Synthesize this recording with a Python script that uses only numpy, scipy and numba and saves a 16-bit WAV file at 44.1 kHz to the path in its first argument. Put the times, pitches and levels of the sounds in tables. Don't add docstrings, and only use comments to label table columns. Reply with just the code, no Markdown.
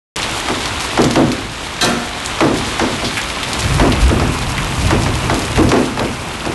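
import sys
import numpy as np
from scipy import signal
from scipy.fft import rfft, irfft
from scipy.io import wavfile
from scipy.ndimage import uniform_filter1d, minimum_filter1d
from numba import njit

SR = 44100
rng = np.random.default_rng(int(sys.argv[2]) if len(sys.argv) > 2 else 0)


def master(y):
    cut = np.clip(np.atleast_2d(y).T, -1, 1)
    pcm = np.round(cut * 32767)
    wavfile.write(sys.argv[1], SR, pcm.astype(np.int16))


N = 288414
TIME_S = np.arange(N) / SR
RING_S = np.arange(int(.55 * SR)) / SR

# time_s, level_db
DOWNPOUR = [(0.3, -24), (0.7, -25), (1.05, -24), (1.5, -28.5), (2.2, -26), (2.6, -24), (3.3, -24.5),
            (3.8, -22.5), (4.55, -23), (5.55, -23.5), (6.15, -27), (6.54, -25.5)]
# time_s, turned_share
MIC_TURN = [(3.2, 0.15), (3.9, 0.63)]
# freq_hz, density_db
WASH_SPECTRUM = [(60, 8), (180, -1), (300, 1.5), (500, -1), (900, 1), (1400, -0.5), (2000, -1.5),
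                 (2700, -2.5), (3700, -2), (5000, -9.5), (8000, -13), (12000, -23)]
# freq_hz, density_db
WASH_TURNED_SPECTRUM = [(60, -19), (180, 8), (300, 7.5), (500, 1), (950, 2.5), (1400, -3), (2000, -6.5),
                        (2650, -1), (3700, -21), (5000, -18), (8000, -18), (12000, -20.5)]
# freq_hz, density_db
SPRAY_SPECTRUM = [(1000, -33), (3000, 0), (4500, 4.5), (7000, 0.5), (10000, -1), (12000, -7)]
# start_s, level_db, pitch_hz, decay_s
ROOF_HITS = [(0.164, -6, 3900, 0.00045), (0.23, -12, 3200, 0.02), (0.402, -12.5, 5000, .002),
             (0.607, -12, 3000, 0.0053), (0.657, -8, 3630, 0.0055), (0.805, -10.5, 3470, .004),
             (1.018, -7, 4300, 0.0036), (1.042, -5.5, 4500, 0.0064), (1.110, -7, 4400, .004),
             (1.318, -1, 2760, 0.0021), (2.261, -4, 5040, .002), (3.046, -11, 4000, 0.038),
             (3.084, -25, 4500, 0.0034), (3.171, -8, 1970, 0.034), (3.431, -10, 2930, 0.014),
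             (3.532, -4, 4300, 0.0033), (3.596, -10.5, 5630, 0.015), (3.921, -7, 3000, .014),
             (4.581, -6, 1910, 0.0083), (5.035, -9, 4170, 0.0026), (5.344, -8.5, 5000, 0.0005),
             (5.56, -10, 2620, 0.01), (5.691, -8, 4500, 0.011), (5.994, -8.5, 2610, 0.0026)]
# start_s, level_db, tilt_db_per_octave
SHEET_BLOWS = [(0.485, -15.5, -0.2), (0.975, -7.5, -3), (1.157, -6.5, -3), (2.406, -6.5, -2),
               (2.795, -11.5, 0.5), (3.022, -16.5, -4), (3.797, -6.5, -1.5), (4.094, -11, -2),
               (4.198, -13, 0), (4.906, -11.5, 0), (5.062, -17, 0.5), (5.298, -12.5, -0.2),
               (5.574, -6.5, -4.5), (5.717, -7, -1.5), (5.974, -16.5, -1), (5.995, -13, -2),
               (6.454, -16, -2)]
# freq_hz, density_db
SHEET_SPECTRUM = [(80, -20), (130, -3), (180, -16.5), (240, 2), (340, -3.5), (480, -6.5), (620, -7),
                  (800, -9.5), (1250, -11), (2000, -20.5), (4000, -27), (8000, -29)]
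# freq_hz, level_db
SHEET_MAIN_MODES = [(131, -2.5), (224, 1), (243, 2.5), (256, 4), (286, -28), (317, -4), (329, 2), (369, -2),
                    (403, -3), (453, -5), (520, -6.5), (691, -4.5)]
# freq_hz, level_db, t60_s
CLANG_MODES = [(238.4, -0.5, 0.87), (344, -2, 0.45), (355, -4, 0.57), (719, -8, 1.28), (1320, -14, 0.38),
               (1313, -8, 0.61), (1400, -8, 0.68), (1574, -6, 0.38), (1776, -5, 0.54), (2500, -12.5, 0.64),
               (2627, -11, 0.47), (3220, -10, 0.56), (3690, 5.5, 0.077), (3990, -1, 0.26), (4310, -8, 0.34),
               (5243, -23, 0.32), (6072, -12, 0.47), (6228, -17, 0.35), (7400, -21, .22), (8150, -16, 0.38)]
# time_s, level_db
RUMBLE_LEVEL = [(0.2, -33.5), (0.9, -33.5), (1.08, -24), (1.6, -33), (2.3, -30.5), (2.9, -26), (3.4, -32),
                (3.72, -14.5), (4.05, -11), (4.68, -19), (4.8, -10.5), (5.25, -19), (5.6, -15), (5.9, -24),
                (6.54, -27.5)]
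# freq_hz, density_db
RUMBLE_SPECTRUM = [(15, -12), (30, -1.5), (55, 1), (90, -1), (130, 0), (180, -11.5), (300, -18), (800, -47)]
# centre_s, level_db, pitch_hz, half_length_s
HARD_BUFFET = (4.05, -1, 70, .05)


def rain(wash_db=3, flicker_db=.8, near_db=-10, near_growth=.67, usual_db=-23, near_turned_db=2.5):
    level_db = curve(DOWNPOUR)
    turn = curve(MIC_TURN)
    near_level_db = level_db + near_db + near_growth * (level_db - usual_db) + near_turned_db * turn
    far_drops = shower(per_s=9000, spread_db=1.35)
    wash = (1 - turn) * coloured(far_drops, WASH_SPECTRUM)
    wash += turn * coloured(far_drops, WASH_TURNED_SPECTRUM)
    wash *= undb(wash_db + flicker_db * walk(14))
    spray = coloured(shower(per_s=5000, spread_db=2.1), SPRAY_SPECTRUM) * undb(4 * walk(25))
    drops = undb(-3) * patter(700, 3400, per_s=700, spread_db=3.2, decay_s=.0025, octaves=1)
    pellets = undb(-4) * patter(3500, 9000, per_s=200, spread_db=5.2, decay_s=.0003, octaves=2.2)
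    far_hail = undb(-15) * patter(2900, 6600, per_s=18, spread_db=2, decay_s=.002, octaves=1.4, spots=5)
    return undb(level_db) * (wash + drops + far_hail) + undb(near_level_db) * (spray + pellets)


def patter(low_hz, high_hz, per_s, spread_db, decay_s, octaves, spots=12):
    ticks = [unit(impact(hz, decay_s, octaves, splash_db=-26, splash_s=.008, snap=1.5))
             for hz in np.geomspace(low_hz, high_hz, spots)]
    return unit(sum(signal.oaconvolve(shower(per_s / spots, spread_db), tick)[:N] for tick in ticks))


def shower(per_s, spread_db):
    lands = rng.random(N) < per_s / SR
    size = undb(spread_db * np.minimum(rng.exponential(size=N), 4.5))
    return lands * size * rng.choice([-1, 1], N)


def impact(hz, decay_s, octaves, splash_db, splash_s, snap=3.8, order=2):
    t = RING_S[:SR // 10]
    envelope = np.exp(-t / decay_s) + undb(splash_db) * np.exp(-t / splash_s)
    force = rng.standard_normal(len(t)) * envelope
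    force[:2] += 2 * snap
    tick = band(force, hz, octaves, order)
    return tick / np.abs(tick).max()


def roof_cracks(body_db=5, shatter_db=-7):
    out = np.zeros(N)
    for start_s, level_db, pitch_hz, decay_s in ROOF_HITS:
        octaves = 1.95 * (.001 / decay_s) ** .22
        body = impact(pitch_hz, decay_s, octaves, splash_db=-12, splash_s=.054)
        shatter = impact(8000, .87 * decay_s, octaves=2.3, splash_db=-5, splash_s=.012, snap=1.4, order=1)
        add(out, start_s, undb(level_db + body_db) * body + undb(level_db + shatter_db) * shatter)
    return out


def sheet(slap_db=3.5, tick_db=8, boom_s=.071, boom_ref_db=-9, doubling_db=11.5):
    out = np.zeros(N)
    for start_s, level_db, tilt_db_per_octave in SHEET_BLOWS:
        length_s = boom_s * 2 ** ((level_db - boom_ref_db) / doubling_db)
        contact_db = level_db + 1.5 * tilt_db_per_octave
        add(out, start_s, undb(level_db) * boom(tilt_db_per_octave, length_s))
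        add(out, start_s, undb(contact_db + slap_db) * slap())
        ice_tick = impact(2300, decay_s=.0042, octaves=3.2, splash_db=-14, splash_s=.018)
        add(out, start_s, undb(contact_db + tick_db) * ice_tick)
    return out


def boom(tilt_db_per_octave, length_s, modes_db=-3, return_s=.008):
    centres_hz = 90 * 2 ** (np.arange(19) / 3)
    density_db = spectrum_db(SHEET_SPECTRUM, centres_hz) + tilt_db_per_octave * np.log2(centres_hz / 400)
    weights = undb(density_db) * np.sqrt(centres_hz)
    weights /= np.linalg.norm(weights)
    crowd = sum(weight * band_noise(hz, octaves=1 / 3) * bending_envelope(hz, length_s)
                for hz, weight in zip(centres_hz, weights))
    modes = sum(undb(db) * random_phase_sine(hz) * bending_envelope(hz, length_s)
                for hz, db in SHEET_MAIN_MODES)
    onset = 1 - np.exp(-(RING_S / return_s) ** 2)
    return onset * (crowd + undb(modes_db) * modes / 2)


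def bending_envelope(hz, length_s, tail_db=-14, tail_t60_s=1):
    lowness = 300 / hz
    rise_s = min(.017 * lowness ** 4.5, .04)
    decay_s = 1.28 * length_s * lowness ** .17
    swell = 1 - np.exp(-RING_S / rise_s)
    body = np.exp(-(RING_S / decay_s) ** 1.25)
    return swell * (body + undb(tail_db) * fade(tail_t60_s))


def slap(hz=780, length_s=.0066):
    glide_hz = hz * (.00365 / (RING_S + .00061)) ** .365
    wave = np.sin(2 * np.pi * np.cumsum(glide_hz) / SR)
    grit = .8 * band_noise(1.4 * hz, octaves=2.2)
    return (wave + grit) * np.exp(-(RING_S / length_s) ** 2)


def clang(start_s=1.811, level_db=-13.5, ring_db=2, rough_db=2.9, crash_db=-2.5, shudder_db=5):
    ring = 0
    for hz, mode_db, t60_s in CLANG_MODES:
        beating_pair = random_phase_sine(hz) + .5 * random_phase_sine(hz + rng.uniform(-25, 23.7))
        rattle_db = rough_db * walk(148, len(RING_S))
        swell = 1 - np.exp(-RING_S * hz / 14)
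        ring += undb(mode_db + ring_db + rattle_db) * swell * fade(t60_s) * beating_pair
    crash = band_noise(4400, octaves=1.4, order=1) * fade(t60_s=.32)
    crash *= undb(crash_db + rough_db * walk(200, len(RING_S)))
    shudder = band_noise(260, octaves=2.4, order=1) * fade(t60_s=.71)
    shudder *= undb(shudder_db) * (1 - np.exp(-RING_S / .02))
    out = np.zeros(N)
    add(out, start_s, undb(level_db) * (ring + crash + shudder))
    return out


def low_rumble(trim_db=-1.5, flutter_db=2.6):
    noise = coloured(rng.standard_normal(N), RUMBLE_SPECTRUM)
    noise /= np.sqrt(uniform_filter1d(noise ** 2, size=SR // 12))
    return noise * undb(curve(RUMBLE_LEVEL) + trim_db + flutter_db * walk(12))


def wind_buffet():
    centre_s, level_db, pitch_hz, half_length_s = HARD_BUFFET
    shedding_hz = pitch_hz * (1 + .17 * walk(60))
    shedding = np.sin(2 * np.pi * np.cumsum(shedding_hz) / SR)
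    swell = np.exp(-((TIME_S - centre_s) / half_length_s) ** 2)
    return undb(level_db) * shedding * swell


def undb(db):
    return 10 ** (np.asarray(db) / 20)


def unit(x):
    return x / np.sqrt(np.mean(x ** 2))


def fade(t60_s):
    return undb(-60 * RING_S / t60_s)


def random_phase_sine(hz):
    return np.sin(2 * np.pi * (hz * RING_S + rng.random()))


def curve(table):
    return np.interp(TIME_S, *np.transpose(table))


def spectrum_db(spectrum, hz):
    freq_hz, density_db = np.transpose(spectrum)
    return np.interp(np.log(np.maximum(hz, 1)), np.log(freq_hz), density_db)


def coloured(x, spectrum):
    hz = np.linspace(0, SR / 2, len(x) // 2 + 1)
    return unit(irfft(rfft(x) * undb(spectrum_db(spectrum, hz)), len(x)))


def band(x, hz, octaves, order):
    edges_hz = np.minimum(hz * 2 ** (np.array([-.5, .5]) * octaves), [SR / 3, SR / 2 - 1000])
    return signal.sosfilt(signal.butter(order, edges_hz, "band", fs=SR, output="sos"), x)


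def band_noise(hz, octaves, order=2):
    return unit(band(rng.standard_normal(len(RING_S)), hz, octaves, order))


def walk(rate_hz, size=N):
    step = int(SR / rate_hz)
    stairs = np.repeat(rng.standard_normal(size // step + 1), step)
    return unit(uniform_filter1d(stairs, step)[:size])


def add(out, start_s, x):
    i = int(start_s * SR)
    out[i:i + len(x)] += x[:max(N - i, 0)]


@njit
def follow(x, attack_s, release_s):
    out, state = np.empty(len(x)), 0.
    for i in range(len(x)):
        state += (x[i] - state) / (SR * (attack_s if x[i] > state else release_s))
        out[i] = state
    return out


def scene():
    return (rain() + roof_cracks() + sheet() + clang() + low_rumble() + wind_buffet())[None]


def record(dry, open_s=.159, low_hz=36, top_hz=11600, threshold_db=-15.5, duck_share=.4, ceiling=.85):
    x = signal.sosfilt(signal.butter(3, low_hz, "high", fs=SR, output="sos"), dry[0])
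    x *= TIME_S >= open_s
    level_db = 10 * np.log10(np.abs(uniform_filter1d(x ** 2, size=SR // 50)) + 1e-12)
    excess_db = np.maximum(level_db - threshold_db, 0)
    x *= undb(-duck_share * follow(excess_db, attack_s=.19, release_s=.91))
    hold = SR // 250
    limiter_gain = ceiling / np.maximum(np.abs(x), ceiling)
    x *= uniform_filter1d(minimum_filter1d(limiter_gain, hold), hold)
    return signal.sosfilt(signal.ellip(10, .2, 80, top_hz, fs=SR, output="sos"), x)[None]


dry = scene()
out = record(dry)
master(out)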